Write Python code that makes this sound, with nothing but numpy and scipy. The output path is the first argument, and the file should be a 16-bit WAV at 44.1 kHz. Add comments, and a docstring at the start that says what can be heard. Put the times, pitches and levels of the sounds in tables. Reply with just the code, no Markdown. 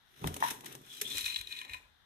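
"""Spooning sugar into a tray

A spoon scoops granulated sugar and tips it into a plastic tray on a kitchen scale, near a hand-held phone.
The container bumps and knocks: short bursts of contact excite its resonances. Showers of random
impulses make the rustle of crystals and the hiss of falling grains; a drifting tone sings on the spoon.
The stream and a few clumps ring the tray's modes and thin out, in a small kitchen with a faint noise floor."""
import sys
import numpy as np
from scipy import signal
from scipy.fft import rfft, irfft
from scipy.io import wavfile

SR = 44100
rng = np.random.default_rng(int(sys.argv[2]) if len(sys.argv) > 2 else 0)


def master_out(mix):
    """Clip the mix to full scale and print it as 16-bit PCM to the path in sys.argv[1]."""
    frames = np.transpose(np.atleast_2d(mix))
    ceiling = np.clip(frames, -1, 1)
    pcm = np.round(ceiling * 32767).astype(np.int16)
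    wavfile.write(sys.argv[1], SR, pcm)


N = 90404


def db_to_gain(db):
    """Decibel law: 20 dB is a factor of ten in amplitude."""
    return 10 ** (np.asarray(db) / 20)


def unit(x):
    """Normalization: scale to an rms value of 1."""
    return x / np.sqrt(np.mean(np.abs(x) ** 2))


def clock():
    """Sampling: the time of every sample [s]."""
    return np.arange(N) / SR


def freqs():
    """Discrete spectrum: the frequency of every bin of the zero-padded transform [Hz]."""
    return np.arange(N + 1) * SR / (2 * N)


def decay(age, t60):
    """Exponential decay: the level falls 60 dB in t60 seconds."""
    return np.exp(-np.log(1000) * age / t60)


def curve(rows):
    """Envelope: gain interpolated in dB along (time, level), fading exponentially outside the points."""
    times, db = np.array(rows).T
    t = clock()
    outside = np.abs(t - np.clip(t, times[0], times[-1]))
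    return db_to_gain(np.interp(t, times, db)) * np.exp(-outside / 0.077)


def gains(points):
    """Spectral envelope: gain per bin, interpolated in dB over log frequency."""
    hz, db = np.array(points).T
    return db_to_gain(np.interp(np.log(freqs() + 1), np.log(hz), db))


def apply(x, response):
    """Linear filtering: convolution is multiplication of spectra."""
    return irfft(rfft(x, 2 * N) * response)[..., :N]


def colour(points):
    """Minimum phase: folding the cepstrum gives a causal response that keeps white noise power."""
    cepstrum = irfft(np.log(unit(gains(points))))
    cepstrum[1:N] *= 2
    cepstrum[N + 1:] = 0
    return np.exp(rfft(cepstrum))


def body(modes):
    """Modal superposition: summed steep resonances, scaled to keep white noise power."""
    f = freqs()
    total = 0
    for k, (hz, width, db) in enumerate(modes):
        resonance = 1j * f * width / (hz ** 2 - f ** 2 + 1j * f * width)
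        # squaring steepens the skirts; each mode is a quarter turn of phase from the last
        total = total + db_to_gain(db) * resonance ** 2 * 1j ** k
    return unit(total)


def grains(rate, spread_db):
    """Shot noise: three unrelated showers of tiny impacts, a few much larger than the rest."""
    size = db_to_gain(spread_db * np.minimum(rng.exponential(size=(3, N)), 5))
    sign = np.sign(rng.standard_normal((3, N)))
    struck = rng.random((3, N)) < rate / SR
    return unit(size * sign * struck)


def patchy(depth_db):
    """Slow modulation: smoothed noise in dB is the gain of an uneven flow."""
    smoothing = np.exp(-(freqs() * 0.008) ** 2)
    return db_to_gain(depth_db * unit(apply(rng.standard_normal(N), smoothing)))


def skitter(x, length=0.003):
    """All-pass dispersion: each crystal bounces on briefly, softening its tick but keeping its colour."""
    bounces = rng.standard_normal((3, N)) * np.exp(-clock() / length)
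    phase = np.angle(rfft(bounces, 2 * N))
    return apply(x, np.exp(1j * phase))


BURST_TAIL, BURST_TAIL_DB = 3.86, -12.5  # decay of the tail in burst lengths, and its level


def bursts(rows, response, rise=0.4, core=0, size=12000):
    """Forced vibration: short avalanches of contacts excite a body; rise, brief hold, weak tail."""
    out = np.zeros((3, N + size))
    ringing = irfft(response)[None, :size // 3]
    for time, db, length in rows:
        start = int(time * SR)
        age = np.arange(size) / SR / length  # in burst lengths
        hold = np.exp(-age ** 2 / 2)
        tail = db_to_gain(BURST_TAIL_DB) * np.exp(-age / BURST_TAIL)
        env = (1 - np.exp(-age / rise)) * (hold + tail)
        push = env * np.sign(rng.standard_normal((3, size)))
        # the core strikes in one piece at the peak
        push[:, np.argmax(env)] += core * np.sqrt(np.sum(env ** 2))
        hit = signal.fftconvolve(push, ringing, axes=1)[:, :size]
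        # energy: the given level held for the burst length
        scale = np.sqrt(length * SR / np.sum(hit ** 2, axis=1, keepdims=True))
        out[:, start:start + size] += hit * db_to_gain(db) * scale
    return out[:, :N]


def blows(rows, response):
    """Impulse response: single hard contacts ring a body, with energy set as a level over 1 ms."""
    push = np.zeros((3, N))
    for time, db in rows:
        push[:, int(time * SR)] += db_to_gain(db) * np.sqrt(SR / 1000)
    return apply(push, response)


MIC_LAG_S, CONTAINER_LAG_S = 0.0004406, 0.00034  # the left microphone is farther away
GRAIN_SCATTER, HIT_SCATTER, TRAY_SCATTER = 0.87, 0.69, 0.26  # shares of power
KNOCK_SCATTER, LOW_SCATTER = 0.1, 0.039  # shares of power


def microphones(three, scatter, lag=MIC_LAG_S):
    """Partial coherence: one shared sound, later on the left, plus an unrelated share on each side."""
    share = np.clip(scatter, 0, 1)
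    left = apply(three[0], np.exp(-2j * np.pi * freqs() * lag))
    shared = np.array([left, three[0]])
    return np.sqrt(1 - share) * shared + np.sqrt(share) * three[1:]


def room(x, wet_db):
    """Reverberation: a short diffuse tail of decaying noise is added to the direct sound."""
    t = clock()
    tail = rng.standard_normal((2, N)) * decay(t, 0.39) * (1 - np.exp(-t / 0.0012))
    response = rfft(unit(tail), 2 * N) / np.sqrt(N)
    return x + db_to_gain(wet_db) * apply(x, response)


# colour of the kitchen's steady noise: (frequency [Hz], relative level [dB])
ROOM_TONE_COLOUR = [(25, -6), (95, -6.5), (300, -19), (600, -22), (800, -14), (1200, -16.5), (1700, -13),
                    (2500, -25.5), (3600, -12.5), (4600, -26), (5800, -27.5), (7500, -37), (14000, -32.5)]


def room_tone():
    """Stationary noise: filtered white noise, unrelated at the two microphones."""
    noise = microphones(rng.standard_normal((3, N)), 1.0)
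    return apply(noise, colour(ROOM_TONE_COLOUR)) * db_to_gain(-68.5)


# the container's hollow rubbing: (time [s], level [dB])
RUB_LEVEL = [(.14, -76.5), (.2, -61), (.25, -37), (.29, -43), (.32, -46.5), (.4, -53), (.52, -51.5),
             (.58, -58), (.66, -55.5), (.75, -55), (.83, -63), (.9, -68), (1.0, -66), (1.05, -55),
             (1.16, -56), (1.22, -65.5), (1.45, -71), (1.6, -70), (1.8, -86)]
# colour of rubbing and thumps: (frequency [Hz], relative level [dB])
RUB_COLOUR = [(40, -11.5), (90, -11), (140, 4.5), (190, -6), (235, 0), (275, 4), (310, -1.5), (355, 1),
              (410, 2.5), (520, -11), (1000, -7.5), (2000, -31.5)]
# hollow thumps of the container: (time [s], level over 1 ms [dB])
THUMPS = [(.512, -43), (.751, -42.5), (.812, -47.5)]
# soft handling bumps: (time [s], level [dB], length [s])
BUMPS = [(.21, -43.5, 0.035), (.2425, -32.5, 0.0098), (.264, -32.5, 0.01), (.295, -48.5, 0.018)]
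# colour of the bumps: (frequency [Hz], relative level [dB])
BUMP_COLOUR = [(20, -14), (45, -2), (65, -7), (84, 6), (105, -4.5), (200, -1), (400, -26), (900, -39),
               (2500, -63)]
# deep thuds of the hand holding the phone: (time [s], level [dB], length [s])
THUDS = [(1.135, -52, 0.016), (1.21, -58.5, 0.039), (1.355, -56.5, 0.048), (1.68, -54.5, 0.036)]
# resonances of the thuds: (frequency [Hz], width of each of two stages [Hz], relative level [dB])
THUD_MODES = [(44, 18, 0), (82, 36, -0.85)]


def handling():
    """Friction and soft impact: low rubbing, hollow thumps, bumps and thuds of things held in the hand."""
    hollow = colour(RUB_COLOUR)
    rub = apply(rng.standard_normal((3, N)) * curve(RUB_LEVEL), hollow)
    thumps = blows(THUMPS, hollow)
    bumps = bursts(BUMPS, colour(BUMP_COLOUR), rise=0.25)
    thuds = bursts(THUDS, body(THUD_MODES))
    return microphones(rub + thumps + bumps + thuds, LOW_SCATTER)


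# the container's resonances: (frequency [Hz], width of each of two stages [Hz], relative level [dB])
CONTAINER_MODES = [(790, 110, -15), (912, 238, 3), (966, 47, 3), (1790, 330, -10.5)]
# sharp blows of the spoon on the container: (time [s], level over 1 ms [dB])
BLOWS = [(.4248, -15), (.4382, -19.5)]
# the spoon scraping along the container: (time [s], level [dB], length [s])
SCRAPES = [(.431, -32.5, 0.016), (.478, -53, 0.0066)]
# dull taps and brushes of the spoon: (time [s], level [dB], length [s])
TAPS = [(.2418, -28, 0.0016), (.2745, -32, 0.00087), (.364, -41.5, 0.0038), (.402, -46.5, 0.014),
        (.51, -43, 0.0048), (.635, -52.5, 0.014), (.75, -52, 0.0043), (1.147, -50.5, 0.0054),
        (1.64, -63.5, 0.11)]
# colour of the taps: (frequency [Hz], relative level [dB])
TAP_COLOUR = [(30, -18), (100, -10.5), (250, -0.5), (600, -3), (950, 3), (1500, -10), (3600, -13.5),
              (4600, -31), (12000, -38)]


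def container():
    """Modal excitation: knocks and scrapes ring the hollow container; dull taps of the spoon join them."""
    hollow = body(CONTAINER_MODES)
    knocks = microphones(blows(BLOWS, hollow), 0, CONTAINER_LAG_S)
    scrapes = bursts(SCRAPES, hollow)
    taps = bursts(TAPS, colour(TAP_COLOUR), rise=0.057)
    return knocks + microphones(scrapes + taps, KNOCK_SCATTER, CONTAINER_LAG_S)


# the scooping rustle: (time [s], level [dB])
SCOOP_LEVEL = [(.05, -77.5), (.19, -59.5), (.25, -55), (.28, -49), (.31, -59.5), (.39, -60), (.43, -42.5),
               (.46, -40.5), (.48, -40.5), (.515, -46), (.55, -60), (.63, -68.5), (.665, -48), (.69, -54.5),
               (.73, -56.5), (.79, -72.5), (.87, -59.5)]
# colour of the rustle: (frequency [Hz], relative level [dB])
SCOOP_COLOUR = [(300, -32.5), (700, -6.5), (1100, -2.5), (1500, 1), (3900, 3), (4600, -12), (5700, 1),
                (7600, -12), (8700, -8), (10500, -4), (12500, -2.5), (14500, -8)]
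# crystals crushed at the spoon: (time [s], level [dB], length [s])
CRUNCHES = [(.271, -31.5, 0.0028), (.3405, -36.5, 0.0028), (.363, -37.5, 0.004), (.402, -42, 0.004),
            (.502, -33, 0.0067), (.6068, -46, 0.0024), (.6443, -46, 0.0017), (.6568, -40, 0.0053),
            (.7241, -42.5, 0.0023), (.7501, -41.5, 0.0027), (.8155, -54, 0.0011), (1.0125, -26, 0.0039),
            (1.169, -44, 0.0041), (1.1812, -26, 0.0011), (1.206, -35.5, 0.0043), (1.3915, -42, 0.0013),
            (1.4115, -40.5, 0.002)]
# colour of the crunches: (frequency [Hz], relative level [dB])
CRUNCH_COLOUR = [(300, -11), (900, -15.5), (1500, -3.5), (3200, 4.5), (4000, 0), (4700, -4.5), (5600, 2.5),
                 (7400, 1.5), (10500, 1.5), (12000, 4), (14500, -2)]


def scoop():
    """Granular friction: the spoon rustles through many small contacts and crushes some crystals."""
    contacts = skitter(grains(rate=15000, spread_db=5.5))
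    rustle = microphones(contacts, GRAIN_SCATTER) * curve(SCOOP_LEVEL) * patchy(depth_db=1.9)
    crunches = bursts(CRUNCHES, colour(CRUNCH_COLOUR), rise=0.96)
    return apply(rustle, colour(SCOOP_COLOUR)) + microphones(crunches, HIT_SCATTER)


# grains sliding along the spoon: (time [s], resonance [Hz], level [dB])
SLIDE = [(.87, 3415, -69), (0.917, 3386, -50), (0.961, 3307, -56.5), (1.001, 3134, -54.5),
         (1.035, 3298, -73), (1.049, 3332, -41), (1.098, 3550, -52.5), (1.116, 3520, -41),
         (1.145, 3360, -45), (1.182, 3263, -51)]


def spoon():
    """Narrow-band noise and free decay: sliding grains sing in a drifting band; the spoon rings low once."""
    times, hz, db = np.array(SLIDE).T
    t = clock()
    # slow noise multiplying a tone spreads it into a narrow band
    low_pass = 1 / (1 + 1j * freqs() / 170) ** 2
    flutter = unit(apply(rng.standard_normal((3, N)), low_pass))
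    phase = 2 * np.pi * np.cumsum(np.interp(t, times, hz)) / SR
    song = flutter * unit(np.sin(phase)) * curve(np.c_[times, db])
    age = np.maximum(t - 1.015, 0)
    ring = db_to_gain(-38.5) * (1 - np.exp(-age / 0.002)) * np.sin(2 * np.pi * 425 * age)
    return microphones(song, GRAIN_SCATTER) + ring * decay(age, 0.078)


# the tray's resonances: (frequency [Hz], width of each of two stages before clump damping [Hz],
# relative level [dB])
TRAY_MODES = [(1001, 53, -16), (1930, 275, -12), (2032, 216, -12), (2483, 145, -0.5), (2835, 105, -5.5),
              (3446, 110, -13.5), (3240, 720, -10.5), (3560, 155, -9.5), (3941, 223, 5.5), (4026, 135, 6),
              (4120, 433, -7.5)]
# clumps landing in the tray: (time [s], level [dB], length [s], tilt [dB per octave])
CLUMPS = [(1.109, -39, .0047, 1), (1.208, -32, 0.0011, 15), (1.2415, -33.5, .002, 3),
          (1.258, -29.5, 0.00475, 0), (1.279, -32, 0.0022, -7.5), (1.33, -39, 0.0015, 11),
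          (1.343, -30.5, 0.0012, 8), (1.3586, -27.5, 0.0029, 6.5), (1.387, -35, 0.0014, 4),
          (1.41, -34.5, 0.002, -5.5), (1.471, -34, 0.0015, 7.5), (1.5234, -33, 0.0014, 9),
          (1.587, -37.5, 0.00345, 4), (1.613, -37.5, .0036, -13.5), (1.6478, -43, .0035, -15),
          (1.695, -39.5, 0.0019, -13.5), (1.7336, -34, 0.0015, -6), (1.742, -40, 0.0022, -20)]


def clumps():
    """Damped impact: each clump widens the tray's modes and rings them, brighter or duller by where it lands."""
    damped = [(hz, width * 1.31, db) for hz, width, db in TRAY_MODES]
    tray = body(damped)
    octaves = np.log2(np.clip(freqs(), 1500, 6000))  # the tilt acts within these limits
    total = np.zeros((3, N))
    for time, db, length, tilt in CLUMPS:
        tilted = tray * db_to_gain(tilt * octaves)
        total += bursts([(time, db, length)], tilted, rise=0.15, core=0.53)
    return total


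# strength of the stream landing in the tray: (time [s], level [dB])
STREAM_LEVEL = [(.88, -68.5), (.93, -59), (1.0, -55.5), (1.1, -51), (1.18, -37.5), (1.22, -45.5),
                (1.29, -40.5), (1.32, -42), (1.38, -49), (1.44, -55), (1.51, -44), (1.55, -39.5),
                (1.6, -42.5), (1.67, -48), (1.74, -34), (1.772, -44.5), (1.795, -68)]
# hiss of the falling grains: (time [s], level [dB])
HISS_LEVEL = [(.86, -65.5), (.93, -53), (1.0, -52), (1.03, -65), (1.08, -49), (1.15, -44.5), (1.18, -37.5),
              (1.22, -49), (1.27, -42), (1.33, -51.5), (1.39, -52.5), (1.44, -68), (1.49, -56.5),
              (1.6, -57.5), (1.67, -70), (1.74, -56), (1.81, -75)]
# colour of the hiss: (frequency [Hz], relative level [dB])
HISS_COLOUR = [(700, -41), (1100, 4), (2500, 6), (4000, 0), (4700, 9), (5700, 15), (6500, 12.5),
               (7400, 13.5), (8700, 9.5), (13000, 11), (14500, 7.5)]
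# the growing heap damps the tray's upper modes
DAMP_FROM_S, DAMP_DB_PER_S, DAMP_ABOVE_HZ = 1.383, 49.5, 2330


def pour():
    """Random impact excitation: stream and clumps hiss on the heap and ring the tray, which dulls as it is covered."""
    shower = grains(rate=20000, spread_db=4.5) * patchy(depth_db=2.2)
    heap = colour(HISS_COLOUR)
    rings = apply(shower * curve(STREAM_LEVEL), body(TRAY_MODES))
    lower = apply(rings, 1 / (1 + (freqs() / DAMP_ABOVE_HZ) ** 10))
    covering = np.maximum(clock() - DAMP_FROM_S, 0)
    rings = lower + (rings - lower) * db_to_gain(-DAMP_DB_PER_S * covering)
    hiss = apply(skitter(shower) * curve(HISS_LEVEL), heap)
    clump_hiss = bursts([row[:3] for row in CLUMPS], heap, rise=0.7)
    hiss = hiss + db_to_gain(-13) * clump_hiss
    return microphones(rings + clumps(), TRAY_SCATTER) + microphones(hiss, GRAIN_SCATTER)


def scene():
    """Superposition: all sources add; the room answers all but handling and the noise floor."""
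    knocks = room(container(), wet_db=-12.5)
    sugar = room(scoop() + spoon() + pour(), wet_db=-11.5)
    return room_tone() + handling() + knocks + sugar


# left minus right level of the two microphones: (frequency [Hz], difference [dB])
BALANCE = [(80, 1), (400, -0.5), (1200, 5), (1900, 13), (2450, 1.5), (3300, 8), (4000, 10), (4500, -3),
           (7200, -2.5), (8500, 12), (11000, -2)]


def record(dry):
    """Transducer response: each microphone has its own colour; the deep bass and the top are cut."""
    lean = np.sqrt(gains(BALANCE))  # half the difference on each side
    low_cut = (1j * freqs() / (20.5 + 1j * freqs())) ** 2
    heard = apply(dry, np.array([lean, 1 / lean]) * low_cut)
    top_cut = signal.ellip(8, .2, 70, 14600, fs=SR, output="sos")
    return signal.sosfilt(top_cut, heard)


dry = scene()
out = record(dry)
master_out(out)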